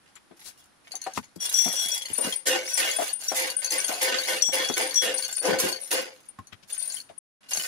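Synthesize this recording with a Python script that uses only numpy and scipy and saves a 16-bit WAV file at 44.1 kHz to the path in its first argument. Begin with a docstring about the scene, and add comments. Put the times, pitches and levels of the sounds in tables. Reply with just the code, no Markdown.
"""In a tin-roofed workshop, a hand chain hoist is hauled over an open engine bay.
Each pull drags the chain through the hoist: random link collisions set housing and guide clattering.
Loose links jingle, snap and scrape as decaying modes and short noise; struck steel and the pawl ring.
Chain and hook knock on the engine with hollow clacks and low thumps, over near echoes and faint air noise.
Near the end the sound breaks off for a moment."""
import sys
import numpy as np
from scipy import signal
from scipy.fft import rfft, irfft, next_fast_len
from scipy.io import wavfile
from scipy.ndimage import uniform_filter1d

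SR = 44100
rng = np.random.default_rng(int(sys.argv[2]) if len(sys.argv) > 2 else 0)


def master(y):
    """Save y as 16-bit WAV."""
    cut = np.clip(np.atleast_2d(y).T, -1, 1)
    pcm = np.round(cut * 32767)  # scale
    wavfile.write(sys.argv[1], SR, pcm.astype(np.int16))


N = 338247
TIME = np.arange(N) / SR
SLOW_TIME = TIME[::50]  # coarse clock for slow gains
TAIL, LONG_TAIL = TIME[:SR // 7], TIME[:SR // 2]
BLOW_VARIETY_DB = 1.5  # spread of a mode's level from blow to blow

# colour of loose links touching: (frequency [Hz], relative level per Hz [dB])
LINK_COLOUR = [(1500, -16.5), (3200, -8.5), (4400, -9.5), (5400, -6.5), (6400, -3), (7300, -3),
               (8200, -13.5), (9200, 0), (10200, 0), (11300, -5), (13000, -16), (14000, -18), (15000, -12),
               (16000, -11.5)]


def pulling():
    """A jerk sets the links jingling; guide and housing go on while the hand hauls. 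Gives effort and three gains."""
    # pulls on the chain, and at 2.995 s a knock that shakes it the same way: (time [s], rise [s], hold [s],
    # then relative levels of rattle [dB], housing boom [dB], link jingle [dB])
    pulls = [(2.211, 0.036, 0.019, -37, -44, -43), (2.453, 0.023, .08, -30.5, -29.5, -30.5),
             (2.769, 0.0075, 0.11, -32, -39.5, -30.5), (2.995, .03, 0.037, -43.5, -62.5, -45),
             (3.328, 0.053, 0.079, -34.5, -38, -33.5), (3.691, 0.04, 0.051, -36, -39.5, -35.5),
             (3.868, 0.023, 0.023, -40.5, -58, -40), (4.007, 0.0093, 0.14, -31.5, -33.5, -30.5),
             (4.262, 0.023, 0.052, -33, -33.5, -38), (4.517, 0.017, 0.092, -33, -34, -32),
             (4.759, 0.014, 0.062, -33, -32.5, -35), (5.014, 0.01, 0.078, -33.5, -31.5, -35),
             (5.407, 0.058, 0.07, -35, -25.5, -40), (5.581, .012, 0.086, -35.5, -33, -31),
             (5.905, .012, .065, -33, -31, -32)]
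    rattle_fall, boom_fall, jingle_fall = 171.5, 159.5, 189.5  # dB per s
    boom_lag = 0.0083  # s; the heavy housing takes longer to get going
    efforts, rattles, booms, jingles = [], [], [], []
    for s, rise, hold, rattle_db, boom_db, jingle_db in pulls:
        effort = swell(s, rise, hold, rattle_fall)
        efforts.append(effort)
        rattles.append(from_db(rattle_db) * effort)
        booms.append(from_db(boom_db) * swell(s, rise + boom_lag, hold - boom_lag, boom_fall))
        jingles.append(from_db(jingle_db) * swell(s, rise, 0, jingle_fall))
    return [together(swells) for swells in (efforts, rattles, booms, jingles)]


def swaying():
    """The slack chain swings and feeds on, then settles. Gives the gains of rattle, jingle and taut link."""
    # swings of the slack chain: (time [s], length [s], then relative levels of
    # rattle [dB], link jingle [dB], taut link [dB])
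    sways = [(0.024, 0.069, -66.5, -92, -90), (0.361, .15, -61, -63, -85), (0.548, 0.093, -71, -66.5, -82),
             (0.838, 0.13, -56.5, -70, -72), (0.991, 0.24, -56, -69.5, -67.5),
             (1.396, 0.58, -45.5, -40, -51.5), (1.987, 0.14, -49, -53, -64), (2.125, 0.22, -51, -45, -52),
             (2.631, 0.48, -44.5, -43.5, -45.5), (3.186, 0.33, -50, -46, -49),
             (3.583, 0.087, -42.5, -49, -36.5), (3.772, 0.25, -43.5, -47.5, -47),
             (4.143, 0.25, -42, -45.5, -35), (4.598, 0.38, -47, -49, -44), (5.15, 0.24, -47, -48, -40.5),
             (5.613, 0.12, -50, -44.5, -30), (5.774, 0.22, -58.5, -54, -72), (6.12, .17, -69.5, -71, -90),
             (6.672, 0.32, -54, -50.5, -47.5), (7.4, 0.067, -62.5, -90, -85),
             (7.482, 0.2, -41, -42.5, -45.5)]
    rise, fall = 0.031, 419  # s, dB per s
    starts, lengths, *levels = np.transpose(sways)
    shapes = np.array([swell(s, rise, length - rise, fall) for s, length in zip(starts, lengths)])
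    return [together(from_db(db)[:, None] * shapes) for db in levels]


def housing(run):
    """The hoist's steel housing booms at its low resonances under the running chain."""
    # resonances of the housing: (frequency [Hz], width [Hz], relative level [dB])
    housing_modes = [(312, 24, -15), (356, 20, -8), (435, 20, -5), (514, 16, 8), (662, 27, -9),
                     (790, 30, -11), (1020, 35, -14)]
    # broad colour of its clatter: (frequency [Hz], relative level per Hz [dB])
    boom_colour = [(100, -14), (200, -11.5), (310, 2.5), (520, -3.5), (800, -2.5), (1100, -26), (1600, 2),
                   (3000, -59)]
    return body(run, boom_colour, housing_modes, t60=0.049, ring_db=7.5, alike=0.63, vary_db=5.0, low_hz=203)


def guide(run):
    """The chain guide answers the same collisions higher up, as a rattle."""
    # resonances of the guide: (frequency [Hz], width [Hz], relative level [dB])
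    guide_modes = [(1511, 24, -1.5), (1609, 24, 1.5), (1808, 22, 2.5), (2050, 55, -13.5), (2093, 55, -1),
                   (2253, 51, 1.5), (2506, 25, -5), (2890, 81, -7.5), (2826, 34, 2), (4900, 41, 3),
                   (7520, 90, -7)]
    # broad colour of its clatter: (frequency [Hz], relative level per Hz [dB])
    rattle_colour = [(500, 3), (900, 2), (1200, -3.5), (1700, 3), (3000, 3), (3800, 1), (5000, -3.5),
                     (6500, 0.5), (8200, -35.5), (10000, -9), (16000, -57)]
    return body(run, rattle_colour, guide_modes, t60=0.033, ring_db=-1.0, alike=0.03, vary_db=5.0, low_hz=480)


def body(clicks, colour, resonances, t60, ring_db, alike, vary_db, low_hz, count=9):
    """A steel part under the chain; as the point of contact wanders, its clatter and resonances shift."""
    out = 0
    place = np.cumsum(rng.random(N) < 25 / SR) % count  # moves about 25 times a second
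    for k in range(count):
        clatter = rms_one(noise(colour, len(TAIL), alike) * decay(t60))
        ring = 0
        for hz, width, db in resonances:
            strength = from_db(db + vary_db * rng.normal()) * width
            ring_t60 = np.log(1000) / (np.pi * width)  # a narrow resonance rings longer
            ring = ring + strength * mode(hz + width * rng.normal() / 10, ring_t60)
        response = high_pass(clatter + from_db(ring_db) * rms_one(ring), low_hz)
        out = out + struck(clicks * (place == k), rms_one(response))
    return evened(out)


def jingle(per_s, spread_db, t60, tick_t60, tick_db, count=20):
    """Loose links chatter by turns; each has its own high modes and a hard tick."""
    out = 0
    colour_hz, colour_db = np.transpose(LINK_COLOUR)
    clicks = contacts(per_s, spread_db)
    touching = (np.cumsum(rng.random(N) < 40 / SR) + rng.integers(2, size=N)) % count
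    for link in range(count):
        ring = 0
        for hz in np.linspace(3800, 15000, count) + rng.uniform(-300, 297, count):
            level_db = np.interp(hz, colour_hz, colour_db) + 3.8 * rng.normal()
            ring = ring + from_db(level_db) * mode(hz, t60)
        tick = noise(LINK_COLOUR, len(TAIL)) * decay(tick_t60)
        response = high_pass(rms_one(ring) + from_db(tick_db) * rms_one(tick), 1300)
        out = out + struck(clicks * (touching == link), response)
    return evened(out)


def clinks(strays, others_db, tick_db, tick_t60, rise):
    """A hard snap of two links: a tick, one strong mode and weaker ones around it."""
    # single links snapping together: (time [s], relative level [dB], strongest pitch [Hz])
    snaps = [(0.154, -39, 7330), (0.9176, -25.5, 4490), (0.9533, -20.5, 6260), (1.0153, -24.5, 6200),
             (1.0384, -27.5, 4410), (1.1353, -30.5, 5970), (1.2416, -41, 6760), (1.458, -22, 3400),
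             (2.0193, -24.5, 3330), (2.0552, -25, 4350), (2.3234, -18, 3270), (2.7766, -16.5, 7520),
             (2.9117, -18.5, 7000), (3.241, -28, 7160), (3.501, -20, 4470), (3.625, -28, 4500),
             (3.6449, -14.5, 6240), (3.659, -20.5, 6420), (3.7046, -15, 6250), (3.7194, -17, 4900),
             (3.8015, -25, 6370), (3.8407, -26.5, 6390), (3.939, -21.5, 4470), (3.8803, -20, 6260),
             (4.6462, -20.5, 4470), (4.6865, -19, 5900), (4.7393, -19, 6390), (4.9418, -18.5, 5870),
             (5.1775, -21.5, 5970), (5.2235, -18, 4470), (5.2484, -19.5, 6220), (5.326, -22, 7400),
             (5.4522, -21.5, 6020), (5.5863, -19.5, 4470), (5.6885, -21, 4470), (6.4698, -38, 6230),
             (6.733, -37.5, 3420), (6.9205, -25, 7300), (6.968, -28, 3180), (7.001, -29, 4470),
             (7.5335, -14.5, 6250), (7.572, -16.5, 6370)]
    t60 = 0.044  # s
    out = np.zeros((2, N))
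    for s, db, hz in list(snaps) + strays:
        pitches = (hz, 4450, 6300, 7200, 10100, 10800)
        others = sum(mode(f * rng.uniform(0.93, 1.03), t60) for f in pitches)
        tick = noise(LINK_COLOUR, len(TAIL)) * decay(tick_t60)
        snap = mode(hz, t60) + from_db(others_db) * others + from_db(tick_db) * tick
        add(out, s, from_db(db) * snap * build_up(rise))
    return out


def stray_clinks(sway, per_s=9, level_db=17.5, spread_db=-0.5, low_hz=2987, high_hz=6490):
    """Chance snaps, as strong as the chain swings: rows of (time [s], relative level [dB], pitch [Hz])."""
    at = np.flatnonzero(rng.random(N) < per_s / SR)
    strength, pitch = rng.random((len(at), 2)).T
    db = 20 * np.log10(sway[at] + 1e-9) + level_db + spread_db * (2 * strength - 1)
    return list(zip(at / SR, db, low_hz * (high_hz / low_hz) ** pitch))


def taut_link():
    """One taut link sings as its neighbours chafe it."""
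    # modes of the taut link: (frequency [Hz], relative level [dB], t60 [s])
    taut_modes = [(4455, -12, 0.36), (4470, 9, 0.09), (6260, -8, .09), (6370, -4.5, .08)]
    return singing(taut_modes, per_s=45, spread_db=10.5, size=4500)


def load_hook():
    """The load hook sings while the chain chafes it."""
    # modes of the hook: (frequency [Hz], relative level [dB], t60 [s])
    hook_modes = [(3361, 0, .48), (5620, -13, .4), (7955, -20, .4)]
    # spells of chafing: (time [s], length [s], relative level [dB])
    chafes = [(1.383, 0.57, -44.5), (2.734, 0.24, -42.5), (4.428, .25, -34), (4.94, .14, -41)]
    rise, fall = 0.034, 173  # s, dB per s
    gain = together([from_db(db) * swell(s, rise, length - rise, fall) for s, length, db in chafes])
    return gain * singing(hook_modes, per_s=26, spread_db=8, size=1500)


def singing(modes, per_s, spread_db, size):
    """Light random touches keep a part's modes alive; the level is evened over size samples."""
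    response = sum(from_db(db) * mode(hz, t60, LONG_TAIL) for hz, db, t60 in modes)
    response = response * build_up(0.00087, LONG_TAIL)
    return evened(struck(contacts(per_s, spread_db), response), size)


def ringing_steel():
    """Blows on the solid steel of the hoist excite its modes."""
    # blows: (time [s], relative level [dB], build-up [s], t60 [s])
    blows = [(1.402, -26.5, 0.013, 0.19), (1.540, -25.5, 0.00066, 0.67), (1.586, -21, 0.0011, 0.28),
             (1.76, -25.5, 0.012, 0.31), (1.805, -29.5, 0.0018, 0.24), (1.915, -23, 0.004, 0.13),
             (2.673, -35, 0.0035, 0.35), (2.732, -28.5, 0.0026, 0.15), (3.281, -18.5, 0.007, 0.078),
             (3.801, -23, 0.0009, 0.023), (4.4205, -13, 0.0023, 0.067), (4.445, -6, 0.058, 0.14),
             (4.955, -6.5, 0.029, 0.12)]
    # modes: (frequency [Hz], relative level [dB], ring time [multiple of the blow's t60], build-up [s])
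    steel_modes = [(3361, -8, 1.8, .05), (5620, -6, 1.2, .001), (5873, 0, .9, .001), (5940, -9, .5, .001),
                   (7184, -13, 1, .001), (7955, -15, 1.3, .001), (8937, -16, .9, .001),
                   (12320, -24, 1, .001), (15055, -21, .8, .001)]
    return ringing(blows, steel_modes, BLOW_VARIETY_DB, flutter_db=2.5)


def pawl_pings():
    """The small hard pawl of the ratchet pings in a tight cluster of high modes."""
    # pings: (time [s], relative level [dB], t60 [s])
    ping_blows = [(1.4551, -23.5, 0.075), (2.131, -18, 0.11), (2.177, -16.5, 0.083), (2.2084, -18.5, 0.15),
                  (2.3565, -20.5, 0.11), (2.7387, -17, 0.1), (2.9617, -18.5, 0.083), (3.1288, -19, 0.17),
                  (3.5648, -16, 0.13), (3.7793, -20, 0.14), (3.8437, -18.5, 0.093), (4.812, -27, 0.27),
                  (4.8694, -24, 0.13), (5.1402, -18, 0.11), (5.1801, -22, 0.15), (5.3627, -20, 0.25),
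                  (5.3994, -20.5, 0.12), (5.8122, -28.5, 0.26), (6.2856, -28, .049), (6.7244, -20, 0.08),
                  (6.777, -27.5, 0.45), (6.8239, -22.5, 0.096), (6.8748, -22, 0.11), (6.9406, -23.5, 0.11),
                  (7.1774, -29.5, .12)]
    # modes: (frequency [Hz], relative level [dB], ring time [multiple of the blow's t60], build-up [s])
    pawl_modes = [(9300, -1.5, 1, .001), (9390, -6.5, .5, .001), (9640, -5, 1, 0.00035),
                  (10260, -11.5, .8, 0.00034)]
    rise = 0.0062  # s
    blows = [(s, db, rise, t60) for s, db, t60 in ping_blows]
    return ringing(blows, pawl_modes, BLOW_VARIETY_DB, flutter_db=6)


def ringing(blows, modes, vary_db, flutter_db):
    """Struck steel rings on with a fluttering level; each blow weights the modes differently."""
    out = np.zeros((2, N))
    for s, db, rise, t60 in blows:
        t = LONG_TAIL[LONG_TAIL < 2 * t60]
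        for hz, level, sustain, mode_rise in modes:
            flutter = np.cos(2 * np.pi * rng.uniform(14, 40) * t)
            strength = from_db(db + level + vary_db * rng.normal() + flutter_db * flutter)
            onset = build_up(rise, t) * build_up(mode_rise, t)
            add(out, s, strength * onset * mode(hz, t60 * sustain, t))
    return out


def knocks(rise, alike, thump_t60, tone_db, tone_sustain):
    """Covers and hoses answer a blow with a short, hollow clack, the engine with a thump."""
    # knocks of chain and hook on the engine: (time [s], relative clack level [dB], pitch [Hz],
    # t60 [s], relative thump level [dB], thump pitch [Hz])
    blows = [(0.308, -42.5, 339, 0.14, -56, 150), (0.938, -38, 750, 0.11, -72, 150),
             (1.064, -23, 757, 0.1, -54.5, 120), (1.174, -14.5, 1022, 0.034, -25.5, 127),
             (1.361, -28.5, 318, 0.025, -36, 177), (1.658, -29.5, 696, 0.19, -27.5, 240),
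             (1.679, -19.5, 497, 0.025, -37, 198), (1.732, -32, 534, 0.066, -66, 230),
             (1.854, -41, 745, 0.094, -46, 170), (2.101, -43, 400, 0.043, -38, 158),
             (2.182, -30, 555, 0.3, -58, 238), (2.244, -25, 998, .08, -31.5, 210),
             (2.269, -24, 490, 0.071, -29.5, 230), (2.986, -20.5, 687, 0.17, -45, 221),
             (3.019, -19.5, 680, 0.071, -60, 220), (3.316, -21.5, 680, 0.12, -66, 200),
             (3.89, -25.5, 709, 0.35, -64, 200), (4.484, -33, 760, 0.12, -39, 191.6),
             (4.697, -18, 387, 0.082, -30.5, 230), (5.449, -24, 685, 0.2, -57, 180),
             (5.484, -20, 384, 0.31, -32, 170), (5.524, -27, 460, 0.06, -31.5, 141),
             (5.633, -24.5, 366.5, 0.26, -31.5, 160), (6.387, -29, 1060, 0.038, -36, 115),
             (6.525, -59, 399, 0.041, -42, 111), (6.63, -60, 400, .05, -58, 110),
             (7.098, -36.5, 670, 0.067, -52, 130), (7.576, -44, 393, .03, -44, 167)]
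    # colour of the clack: (multiple of its pitch, relative level per Hz [dB])
    clack_colour = [(.1, -53), (.4, -13.5), (.8, -7.5), (1, 3.5), (1.25, -8), (2, -14), (4, -24), (12, -32),
                    (30, -69)]
    # the heavy engine's answer: (multiple of the thump's pitch, relative level per Hz [dB])
    thump_colour = [(.2, -31.5), (.5, -10.5), (1, 4.5), (1.9, -4.5), (3.5, -16.5), (7.7, -37), (23, -63.5),
                    (80, -86.5)]
    out = np.zeros((2, N))
    for s, db, hz, t60, thump_db, thump_hz in blows:
        clack = evened(noise(tuned(clack_colour, hz), len(TAIL), alike), size=200)
        hollow = clack * decay(t60) + from_db(tone_db) * mode(hz, t60 * tone_sustain)
        thump = evened(noise(tuned(thump_colour, thump_hz), len(TAIL), alike), size=400) * decay(thump_t60)
        add(out, s, (from_db(db - 3) * hollow + from_db(thump_db) * thump) * build_up(rise))
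    return high_pass(out, 70)


def scrapes():
    """Brief sliding contacts as the chain is handled: smooth noise that swells and fades."""
    # scrapes: (middle [s], relative level [dB], half length [s], pitch [Hz])
    rubs = [(0.168, -52, 0.011, 2020), (0.473, -44, 0.027, 6430), (1.17, -40, .018, 5100),
            (1.363, -48, 0.0039, 6940), (2.33, -38.5, 0.0048, 3390), (6.531, -44, 0.0066, 2100),
            (6.635, -54.5, 0.0071, 3500), (6.769, -49, 0.0053, 2670), (7.096, -54, 0.0066, 2280)]
    # colour of a scrape: (multiple of its pitch, relative level per Hz [dB])
    rub_colour = [(.1, -9.5), (.4, -10), (.65, 0.5), (1.6, -1.5), (2.2, -11), (5, -26)]
    out, t = np.zeros((2, N)), TAIL - TAIL[-1] / 2
    for s, db, half, hz in rubs:
        rub = noise(tuned(rub_colour, hz), len(t))
        add(out, s + t[0], from_db(db) * rub * np.exp(-(t / half) ** 2))
    return out


def workshop(x, t60, wet_db):
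    """A few near reflections and a weak diffuse tail from the workshop."""
    # hard surfaces near the chain: (delay [s], level [dB]); each side's delay varies by up to a fifth
    echoes = [(.0043, -12.5), (.011, -8.5), (.023, -18.5)]
    tail_colour = [(100, 4.5), (1000, -19.0), (6000, 7.5), (16000, -7.0)]  # (Hz, dB per Hz)
    tail = noise(tail_colour, len(LONG_TAIL)) * decay(t60, LONG_TAIL) * build_up(0.0058, LONG_TAIL)
    response = from_db(wet_db) * tail / np.sqrt(np.sum(tail ** 2) / 2)
    for delay, db in echoes:
        at = (delay * rng.uniform(.8, 1.2, 2) * SR).astype(int)
        response[[0, 1], at] += from_db(db)
    return x + signal.oaconvolve(x, response, axes=1)[:, :N]


def workshop_air():
    """Steady coloured noise: the air of the workshop around the microphones."""
    # colour of the air: (frequency [Hz], relative level per Hz [dB])
    air_colour = [(30, -7), (110, 0.5), (280, 5), (450, -3.5), (800, 0), (1500, -1), (2300, -6),
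                  (5600, -10), (8000, -15.5), (10000, -6.5), (16000, -41)]
    return noise(air_colour, N, alike=0.12)


def from_db(db):
    """Decibels to gain."""
    return np.exp(np.asarray(db) * np.log(10) / 20)


def rms_one(x):
    """Scale to rms 1."""
    return x / np.sqrt(np.mean(x ** 2) + 1e-20)


def decay(t60, t=TAIL):
    """A fade of 60 dB in t60 seconds."""
    return np.exp(-np.log(1000) * t / max(t60, 1e-3))


def build_up(seconds, t=TAIL):
    """A smooth rise from nothing towards 1."""
    return 1 - np.exp(-t / max(seconds, 1e-4))


def swell(s, rise, hold, fall_db_per_s):
    """Gain that rises from time s, holds at 1 and dies away."""
    t = SLOW_TIME - s
    fall = from_db(-abs(fall_db_per_s) * np.maximum(t - rise - hold, 0))
    return np.clip(t / max(rise, 1e-3), 0, 1) * fall


def together(swells):
    """Overlapping movements add in power; one gain per sample."""
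    return np.interp(TIME, SLOW_TIME, np.sqrt(np.sum(np.square(swells), axis=0)))


def add(out, s, sound):
    """Mix a stereo sound in at time s."""
    start = int(np.clip(s * SR, 0, N - 1))
    out[:, start:start + sound.shape[1]] += sound[:, :N - start]


def pan(x, left_db):
    """Make the left side louder than the right by left_db."""
    return x * from_db([[left_db / 2], [-left_db / 2]])


def tuned(colour, pitch_hz):
    """Place a colour given in multiples of a pitch at that pitch."""
    return [(pitch_hz * ratio, db) for ratio, db in colour]


def noise(spectrum, size, alike=0):
    """Stereo noise of a given colour, partly shared by both sides; rms 1."""
    hz, db = np.transpose(spectrum)
    white, share = rng.standard_normal((3, next_fast_len(size))), np.clip(alike, 0, 1)
    pair = np.sqrt(1 - share) * white[:2] + np.sqrt(share) * white[2]
    bins = np.fft.rfftfreq(pair.shape[1], 1 / SR)
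    gain = from_db(np.interp(np.log(bins + 1), np.log(hz), db))
    return rms_one(irfft(rfft(pair) * gain, pair.shape[1])[:, :size])


def mode(hz, t60, t=TAIL):
    """A dying sine that reaches each side with a phase of its own."""
    return np.sin(2 * np.pi * (hz * t + rng.random((2, 1))), dtype=np.float32) * decay(t60, t)


def contacts(per_s, spread_db):
    """Link collisions at random moments, of uneven strength."""
    sizes = from_db(spread_db * np.minimum(rng.exponential(1, N), 4)) * rng.choice([-1, 1], N)
    return sizes * (rng.random(N) < per_s / SR)


def struck(clicks, response):
    """Every click sets the response sounding."""
    size = response.shape[1]
    out = np.zeros((2, N + size))
    for at in np.flatnonzero(clicks):
        out[:, at:at + size] += clicks[at] * response
    return out[:, :N]


def evened(x, size=1500):
    """Hold the slow level near 1 and keep the fine grain."""
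    power = uniform_filter1d(uniform_filter1d(np.mean(x ** 2, axis=0), size), size)
    return x / np.sqrt(np.abs(power) + np.mean(power) / 1000)


def high_pass(x, hz):
    """Remove the lowest frequencies, below hz."""
    return signal.sosfilt(signal.butter(4, hz, "high", fs=SR, output="sos"), x)


def scene():
    """The same collisions shake housing and guide; most of the other layers lean to the left."""
    effort, pull_rattle, pull_boom, pull_jingle = pulling()
    sway_rattle, sway_jingle, sway_taut = swaying()
    boom_gain = np.hypot(pull_boom, from_db(-16) * sway_rattle)  # slack chain hardly shakes the housing
    rattle_gain = np.hypot(pull_rattle, sway_rattle)
    jingle_gain = np.hypot(pull_jingle, sway_jingle)
    taut_gain = np.hypot(from_db(-12.5) * pull_rattle, sway_taut)  # a pull also chafes the taut link

    # collisions at rest, and those a pull adds
    run = contacts(per_s=140 + 600 * effort, spread_db=1.5)
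    links = jingle(per_s=180 + 600 * effort, spread_db=4.0, t60=0.075, tick_t60=0.037, tick_db=-4)
    snaps = clinks(stray_clinks(sway_rattle), others_db=-9.0, tick_db=-7, tick_t60=0.027, rise=0.0015)
    thuds = knocks(rise=0.002, alike=0.6, thump_t60=0.085, tone_db=-3, tone_sustain=1.3)

    hoist = pan(from_db(-0.5) * boom_gain * housing(run), left_db=3.25)
    hoist += pan(from_db(4.0) * rattle_gain * guide(run), left_db=-0.39)
    hoist += from_db(8.0) * jingle_gain * links
    hoist += pan(from_db(-1.5) * taut_gain * taut_link(), left_db=12)
    hoist += pan(from_db(0.5) * load_hook(), left_db=3.9)
    hoist += pan(from_db(-2.5) * snaps, left_db=7.9)
    hoist += pan(from_db(4.5) * ringing_steel(), left_db=7.9)
    hoist += pan(from_db(-3.5) * pawl_pings(), left_db=17.7)
    hoist += pan(from_db(-0.5) * thuds, left_db=5)
    hoist += pan(scrapes(), left_db=12.0)
    return workshop(hoist, t60=0.43, wet_db=-24.0) + from_db(-61.5) * workshop_air()


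def record(dry):
    """The sound breaks off briefly; a steep low-pass cuts the top."""
    # the silent gap: (start [s], end [s])
    silence = (7.188, 7.408)
    cutoff_hz = 15600
    sounding = 1.0 * ((TIME < silence[0]) | (TIME > silence[1]))
    live = uniform_filter1d(sounding, size=200)  # softened edges
    low_pass = signal.ellip(10, .1, 80, cutoff_hz, fs=SR, output="sos")
    return signal.sosfilt(low_pass, dry * live)


dry = scene()
out = record(dry)
master(out)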